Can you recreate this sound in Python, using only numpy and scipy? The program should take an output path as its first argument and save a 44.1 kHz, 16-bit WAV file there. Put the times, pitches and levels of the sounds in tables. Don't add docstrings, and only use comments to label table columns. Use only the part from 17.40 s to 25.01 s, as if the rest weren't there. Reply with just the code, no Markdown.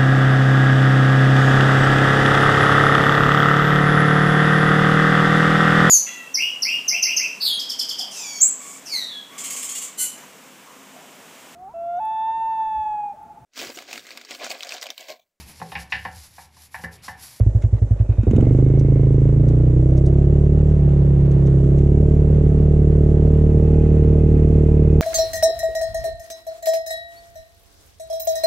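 import sys
import numpy as np
from scipy import signal
from scipy.fft import rfft, irfft, next_fast_len
from scipy.io import wavfile
from scipy.ndimage import uniform_filter1d

SR = 44100
rng = np.random.default_rng(int(sys.argv[2]) if len(sys.argv) > 2 else 0)


def inscribe(sig):
    pcm = np.round(np.clip(np.atleast_2d(sig).T, -1, 1) * 32767)
    wavfile.write(sys.argv[1], SR, pcm.astype(np.int16))


N = 335601
TIME = np.arange(N) / SR
SIZE = next_fast_len(N + SR)
FREQ = np.maximum(np.arange(SIZE // 2 + 1) * SR / SIZE, 1)
OPEN_S, CRUISE_HZ = .81, 36

# (time [s], firing rate [Hz])
REVS = [(0.0, 12.06), (0.22, 11.13), (0.7, 10.97), (0.85, 10.63), (0.97, 21.81), (1.11, 25.34),
        (1.36, 27.41), (1.76, 26.78), (2.43, 32.01), (2.74, 34.78), (3.31, 37.19), (3.44, 35.31),
        (4.2, 33.86), (4.65, 36.6), (5.67, 36.94), (6.25, 37.78), (7.6, 37.36)]
# (time [s], intake gulp [dB], exhaust bark [dB], suck-back [dB], gas rush [dB])
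BREATHING = [(1.05, 0.5, -24, -20, -34), (1.4, 2.1, -28, -18, -33.5), (1.8, 1, -30, -12, -36),
             (2.05, 1.5, -32.5, 4, -34), (2.6, -5, -29, -5.5, -30.5), (3.2, -2, -28, -16.5, -34.5),
             (3.45, 3.5, -39.5, -23, -35), (4.15, 6, -30.5, -22.5, -32), (4.55, -4.5, -24, -18.5, -31),
             (4.95, 2, -27.5, -26.5, -31.5), (5.6, -0.5, -23.5, -16, -32), (6.5, 2.5, -22, -33, -32),
             (7.6, -0.3, -22.5, -21, -31)]
# (frequency [Hz], level [dB])
GAS = [(15, 3), (70, -18), (150, -9), (260, 3.5), (450, -4.5), (620, -4.5), (800, -20), (1200, -47.5),
       (3000, -66)]
# (frequency [Hz], level [dB])
CRANKCASE = [(400, -9.5), (900, -8), (1400, -0.5), (1800, -9.5), (2150, 3), (2450, -5), (2950, -1.5),
             (4700, -21.5), (6200, -11), (7400, -9.5), (9500, -27), (14000, -34)]


def undb(db):
    return 10 ** (np.asarray(db) / 20)


def curve(rows, column=1):
    rows = np.array(rows, float)
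    return np.interp(TIME, rows[:, 0], rows[:, column])


def unit(x):
    return x / np.sqrt(np.mean(x ** 2))


def steady(x):
    power = uniform_filter1d(uniform_filter1d(x ** 2, size=5000), size=5000)
    return x / np.sqrt(np.maximum(power, np.mean(x ** 2) / 20))


def through(x, response):
    return irfft(rfft(x, SIZE) * response, SIZE)[..., :N]


def colour(points):
    hz, db = np.transpose(points)
    return undb(np.interp(np.log(FREQ), np.log(hz), db))


def hump(hz, centre, width):
    return 1 / (1 + ((hz - centre) / (width / 2)) ** 2)


def body(modes, soft_hz):
    s = 1j * FREQ
    rings = sum(np.sign(sign) * undb(db) * s * width / (s * s + s * width + hz ** 2)
                for hz, width, db, sign in modes)
    return rings / (1 + s / soft_hz) ** 3


def wander(rate_hz):
    hold = int(SR / rate_hz)
    steps = np.repeat(rng.standard_normal(N // hold + 1), hold)
    return unit(uniform_filter1d(steps, hold)[:N])


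def stereo_noise(likeness):
    noise = rng.standard_normal((3, N))
    return np.sqrt(likeness) * noise[0] + np.sqrt(1 - likeness) * noise[1:]


def rustle(envelope, likeness, response):
    return through(stereo_noise(likeness) * envelope, response / np.sqrt(np.mean(np.abs(response) ** 2)))


def swell(start_s, rise_s, hold_s, decay_s):
    tail = np.exp(-np.maximum(TIME - start_s - rise_s - hold_s, 0) / decay_s)
    return np.clip((TIME - start_s) / rise_s, 0, 1) * tail


def ramp(start_s, rise_s):
    return np.clip((TIME - start_s) / rise_s, 0, 1)


def ring_out(pulses, decay_s):
    return signal.lfilter([1], [1, -np.exp(-1 / (decay_s * SR))], pulses)


def strokes(cycle, lag, scatter_db, jitter_s):
    times = np.interp(np.arange(int(cycle[-1] - lag) + 1) + lag, cycle, TIME)
    chance = rng.standard_normal((len(times), 2))
    samples = np.clip((times + jitter_s * chance[:, 0]) * SR, 0, N - 1).astype(int)
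    pulses = np.zeros(N)
    pulses[samples] = undb(scatter_db * chance[:, 1])
    return pulses


def rev_db(db_per_hz):
    return db_per_hz * (curve(REVS) - CRUISE_HZ)


def revved():
    return ramp(OPEN_S, rise_s=.18) ** 2


def surge():
    return swell(OPEN_S - .063, rise_s=.11, hold_s=.14, decay_s=.075)


def snow_hiss():
    # (frequency [Hz], level [dB])
    spray = [(3000, -16), (4800, -6.5), (5800, 0.5), (7400, 2), (8300, -5), (9500, -6), (11000, -16.5),
             (11800, -18), (13500, -37.5)]
    grains = through(stereo_noise(.098), colour(spray)) * undb(.92 * wander(60) + .8 * wander(3))
    return unit(grains) * undb(-64.5 + rev_db(.04))


def snow_rumble():
    # (frequency [Hz], level [dB])
    shoved_snow = [(15, -15), (45, 13.5), (90, 8), (130, 0), (200, -17.5), (400, -54.5)]
    pile = swell(3.23, rise_s=.51, hold_s=.81, decay_s=18)
    return rustle(pile * undb(-32 + 2 * wander(8)), .93, colour(shoved_snow))


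def blade_scrape():
    # (pitch [Hz], width [Hz], level [dB], sign)
    blade = [(680, 97, 5.5, 1), (2100, 180, -2, 1), (2480, 170, -1, 1)]
    bite = ramp(5.8, rise_s=.6)
    return rustle(bite * undb(-53), 1, body(blade, soft_hz=12000) ** 2)


def blade_mount():
    # (time [s], click [dB], knock [dB])
    jolts = [(.221, -56, -47), (1.396, -49.5, -56.5), (2.087, -51, -56.5), (2.577, -49.5, -54),
             (2.664, -48.5, -60), (3.303, -65.5, -55.5), (3.915, -54.5, -57), (4.069, -53.5, -54),
             (4.387, -56, -54.5)]
    # (frequency [Hz], level [dB])
    click_tone = [(800, -10.5), (2300, -18.5), (3000, -18.5), (3700, 1), (4700, -1.5), (6200, 5.5),
                  (7500, -7), (9000, -2.5), (11000, -18), (14000, -23)]
    clicks, knocks = np.zeros((2, N))
    for at_s, click_db, knock_db in jolts:
        clicks[int((at_s - .0063) * SR)] = undb(click_db - 4)
        clicks[int(at_s * SR)] = undb(click_db)
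        knocks[int(at_s * SR)] = undb(knock_db)
    bright = rustle(ring_out(clicks, decay_s=.0072), .98, colour(click_tone))
    dull = rustle(ring_out(knocks, decay_s=.016), 1, colour(CRANKCASE))
    return bright + dull


def belt_slip():
    # (start [s], hold [s], level [dB], pitch [Hz], width [Hz])
    slips = [(0.584, 0.21, -64.5, 2500, 232.6), (0.602, 0.1, -65.5, 1440, 120),
             (0.656, 0.2, -71, 3690, 176), (0.839, .8, -61, 2137, 260)]
    sound = 0
    for start_s, hold_s, db, hz, width in slips:
        rub = swell(start_s, rise_s=.13, hold_s=hold_s, decay_s=.35) * undb(db + 2.6 * wander(30))
        sound = sound + rustle(rub, .85, hump(FREQ, hz, width))
    return sound


def loose_panel(throttle, hits_per_s=30):
    # (pitch [Hz], width [Hz], level [dB], sign)
    panel = [(347, 50, -0.5, 1), (585, 49, 0.5, -1), (680, 60, -11.5, 1)]
    hits = (rng.random(N) < hits_per_s / SR) * undb(1.6 * wander(200)) * (1 - throttle)
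    return undb(-59.5) * unit(through(hits, body(panel, soft_hz=2000)))


def gear_whine(cycle):
    tones = sum(undb(db + 4.6 * wander(11)) * np.sin(2 * np.pi * harmonic * cycle + .14 * wander(24))
                for harmonic, db in ((15, -48), (18, -52), (22, -57.5)))
    return undb(rev_db(.8)) * tones


def piston_slap(cycle, throttle):
    # (pitch [Hz], width [Hz], level [dB], sign)
    slap_rings = [(390, 170, -10.5, -1), (544, 36, -3.5, 1), (826, 37, -10.5, -1)]
    slaps = strokes(cycle, lag=.63, scatter_db=2, jitter_s=.0008) * (1 - throttle)
    return undb(9) * through(slaps, body(slap_rings, soft_hz=1960))


def casing():
    # (frequency [Hz], level [dB])
    tone = [(500, 8), (1000, -1.5), (1300, -6.5), (1700, -9), (2300, -16), (3000, -17), (4200, -22),
            (5200, -31), (9000, -46)]
    # (pitch [Hz], width [Hz], boost [dB])
    covers = [(1480, 18, 2), (1870, 71, 5), (2030, 150, 3.5), (2530, 650, 2.5), (2830, 380, 0.5)]
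    return colour(tone) * undb(sum(db * hump(FREQ, hz, width) for hz, width, db in covers))


def machinery(cycle, throttle):
    blows = strokes(cycle, lag=0, scatter_db=1.5, jitter_s=.00004)
    one_clack = stereo_noise(.25)[:, :SR // 20] * np.exp(-TIME[:SR // 20] / .057)
    clatter = unit(through(signal.fftconvolve(one_clack, blows[None])[:, :N], casing()))
    swing_db = .33 * np.cos(2 * np.pi * (cycle - .15)) + 1.7 * wander(130)
    whirr = unit(through(stereo_noise(.19), casing()) * undb(swing_db))
    effort_db = rev_db(.1) + .3 * curve(BREATHING, column=1) + 3.5 * surge()
    return throttle * undb(-51.5 + effort_db) * (undb(4.5) * clatter + undb(8.5) * whirr)


def knock(cycle, throttle, shut_db=-29.5, open_db=-12):
    # (pitch [Hz], width [Hz], level [dB], sign)
    frame = [(150, 52, -21.5, -1), (219.6, 32, 2.5, 1), (322, 120, -8, -1)]
    force_db = (1 - throttle) * shut_db + throttle * open_db + 15 * surge()
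    raps = strokes(cycle, lag=.6, scatter_db=1, jitter_s=.0002) * undb(force_db)
    rattle = rustle(ring_out(raps, decay_s=.0049), 1, colour(CRANKCASE))
    return undb(-42) * rattle + undb(35) * through(raps, body(frame, soft_hz=720))


def pipe_growl(cycle):
    # (pitch [Hz], width [Hz], level [dB])
    pipe = [(279, 110, -33), (350, 18, -39), (409, 7.4, -30.5), (448.5, 23, -37)]
    drone = 0
    for harmonic, harmonic_db in ((10, 1), (12, -.5), (14, -8.5), (16, -9.5)):
        gain = sum(undb(db + harmonic_db) * hump(harmonic * curve(REVS), hz, width)
                   for hz, width, db in pipe)
        drone = drone + gain * np.sin(2 * np.pi * harmonic * cycle)
    filling = ramp(OPEN_S, rise_s=1.6) ** 2
    return filling * undb(wander(25)) * drone


def hot_pipe(pulses):
    # (pitch [Hz], width [Hz], level [dB], sign)
    tailpipe = [(250.4, 49, 5, -1), (348.9, 31.2, 7, 1), (397, 41, -2, 1), (451.7, 14, 9, -1)]
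    speed = curve(REVS)
    clock = np.cumsum(np.sqrt(speed / speed.max()))
    pushes = np.bincount(clock.astype(int), pulses, N)[:N]
    return np.interp(clock, np.arange(N), through(pushes, body(tailpipe, soft_hz=710)))


def gas_rush(cycle, throttle):
    puffs = strokes(cycle, lag=.1, scatter_db=1, jitter_s=.00004) * throttle
    between_puffs = undb(-7.5 + rev_db(1))
    stream = steady(steady(ring_out(puffs, decay_s=.014)) + between_puffs)
    return undb(curve(BREATHING, column=4) + 8 * surge()) * rustle(stream, .95, colour(GAS))


def engine_idling(cycle, throttle):
    # (pitch [Hz], width [Hz], level [dB], sign)
    thud_rings = [(52.5, 8.4, 20.5, -1), (104.8, 18.2, 23, 1), (126.1, 16, 14.5, -1), (318, 150, -22, 1),
                  (550, 18, -15, 1)]
    shut, delay = 1 - throttle, SR // 200
    pulses = strokes(cycle, lag=.08, scatter_db=1, jitter_s=.0002) * shut
    shoves = strokes(cycle, lag=0, scatter_db=.2, jitter_s=.0002) * (1 - revved())
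    thuds = undb(28) * through(np.roll(shoves, delay), body(thud_rings, soft_hz=316))
    puffs = ring_out(pulses, decay_s=.01) + undb(-17) * shut
    taps = ring_out(np.roll(pulses, delay), decay_s=.0063) + undb(-9) * shut
    gas = undb(-29) * rustle(puffs, 1, colour(GAS))
    valves = undb(-39.5) * rustle(taps * undb(3.7 * wander(110)), .36, casing())
    return thuds + gas + valves


def engine_pulling(cycle, throttle):
    # (pitch [Hz], width [Hz], level [dB], sign)
    silencer = [(38, 59, 8, 1), (55.7, 45.6, 20, 1), (127.95, 29.8, 25.5, -1), (202, 88, 6, 1)]
    airbox = [(95, 97.6, 17.6, -1), (135.2, 28.8, 27.3, 1)]
    heat_shield = [(252, 15, -3, -1), (463, 130, -1.5, -1), (553.3, 17, -4, -1)]
    pipe_mouth = [(383, 170, 2, 1), (490, 120, -3.5, -1)]
    gulp_gain, bark_gain, suck_gain = (undb(curve(BREATHING, column)) for column in (1, 2, 3))
    blows = strokes(cycle, lag=0, scatter_db=.45, jitter_s=.00004) * throttle
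    gulps = strokes(cycle, lag=.3431, scatter_db=1.13, jitter_s=.0001) * throttle * gulp_gain
    ringing = through(blows, body(silencer, soft_hz=430)) + through(gulps, body(airbox, soft_hz=580))
    boom = undb(-12) * np.sqrt(revved()) * steady(ringing)
    shoves = undb(-15) * strokes(cycle, lag=.5, scatter_db=1, jitter_s=.00006) * throttle
    sucks = strokes(cycle, lag=.24, scatter_db=.6, jitter_s=.00004) * throttle * suck_gain
    flow = blows - sucks
    bark = bark_gain * steady(hot_pipe(flow + shoves))
    shield = undb(-37) * steady(through(flow, body(heat_shield, soft_hz=706)))
    cough_db = -35.5 + .93 * (CRUISE_HZ - np.maximum(curve(REVS), 25.2)) + 3.5 * surge()
    cough = undb(cough_db) * steady(through(flow, body(pipe_mouth, soft_hz=567)))
    build_up = np.sqrt(ramp(OPEN_S, rise_s=.21))
    return build_up * (boom + bark + shield + cough + gas_rush(cycle, throttle))


def scene():
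    # (frequency [Hz], left minus right [dB])
    balance = [(40, 0), (100, -1.7), (180, -1.83), (330, -3), (480, -6.5), (700, -13), (1100, -9),
               (2000, -3), (4000, -2), (7000, 1), (9000, -12), (13000, -0.5)]
    cycle = .31 + np.cumsum(curve(REVS)) / SR + .008 * wander(6)
    throttle = ramp(OPEN_S, rise_s=.03)
    sound = engine_idling(cycle, throttle) + engine_pulling(cycle, throttle)
    sound += machinery(cycle, throttle) + knock(cycle, throttle) + pipe_growl(cycle) + gear_whine(cycle)
    sound += piston_slap(cycle, throttle) + loose_panel(throttle) + belt_slip()
    sound += snow_hiss() + snow_rumble() + blade_scrape() + blade_mount()
    ratio = colour(balance)
    right = 2 / (1 + ratio)
    return through(sound, np.array([ratio * right, right]))


def record(dry, ceiling=.92, top_hz=15700):
    rounded = dry / (1 + (dry / ceiling) ** 12) ** (1 / 12)
    return signal.sosfilt(signal.ellip(8, .2, 70, top_hz, fs=SR, output="sos"), rounded)


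dry = scene()
out = record(dry)
inscribe(out)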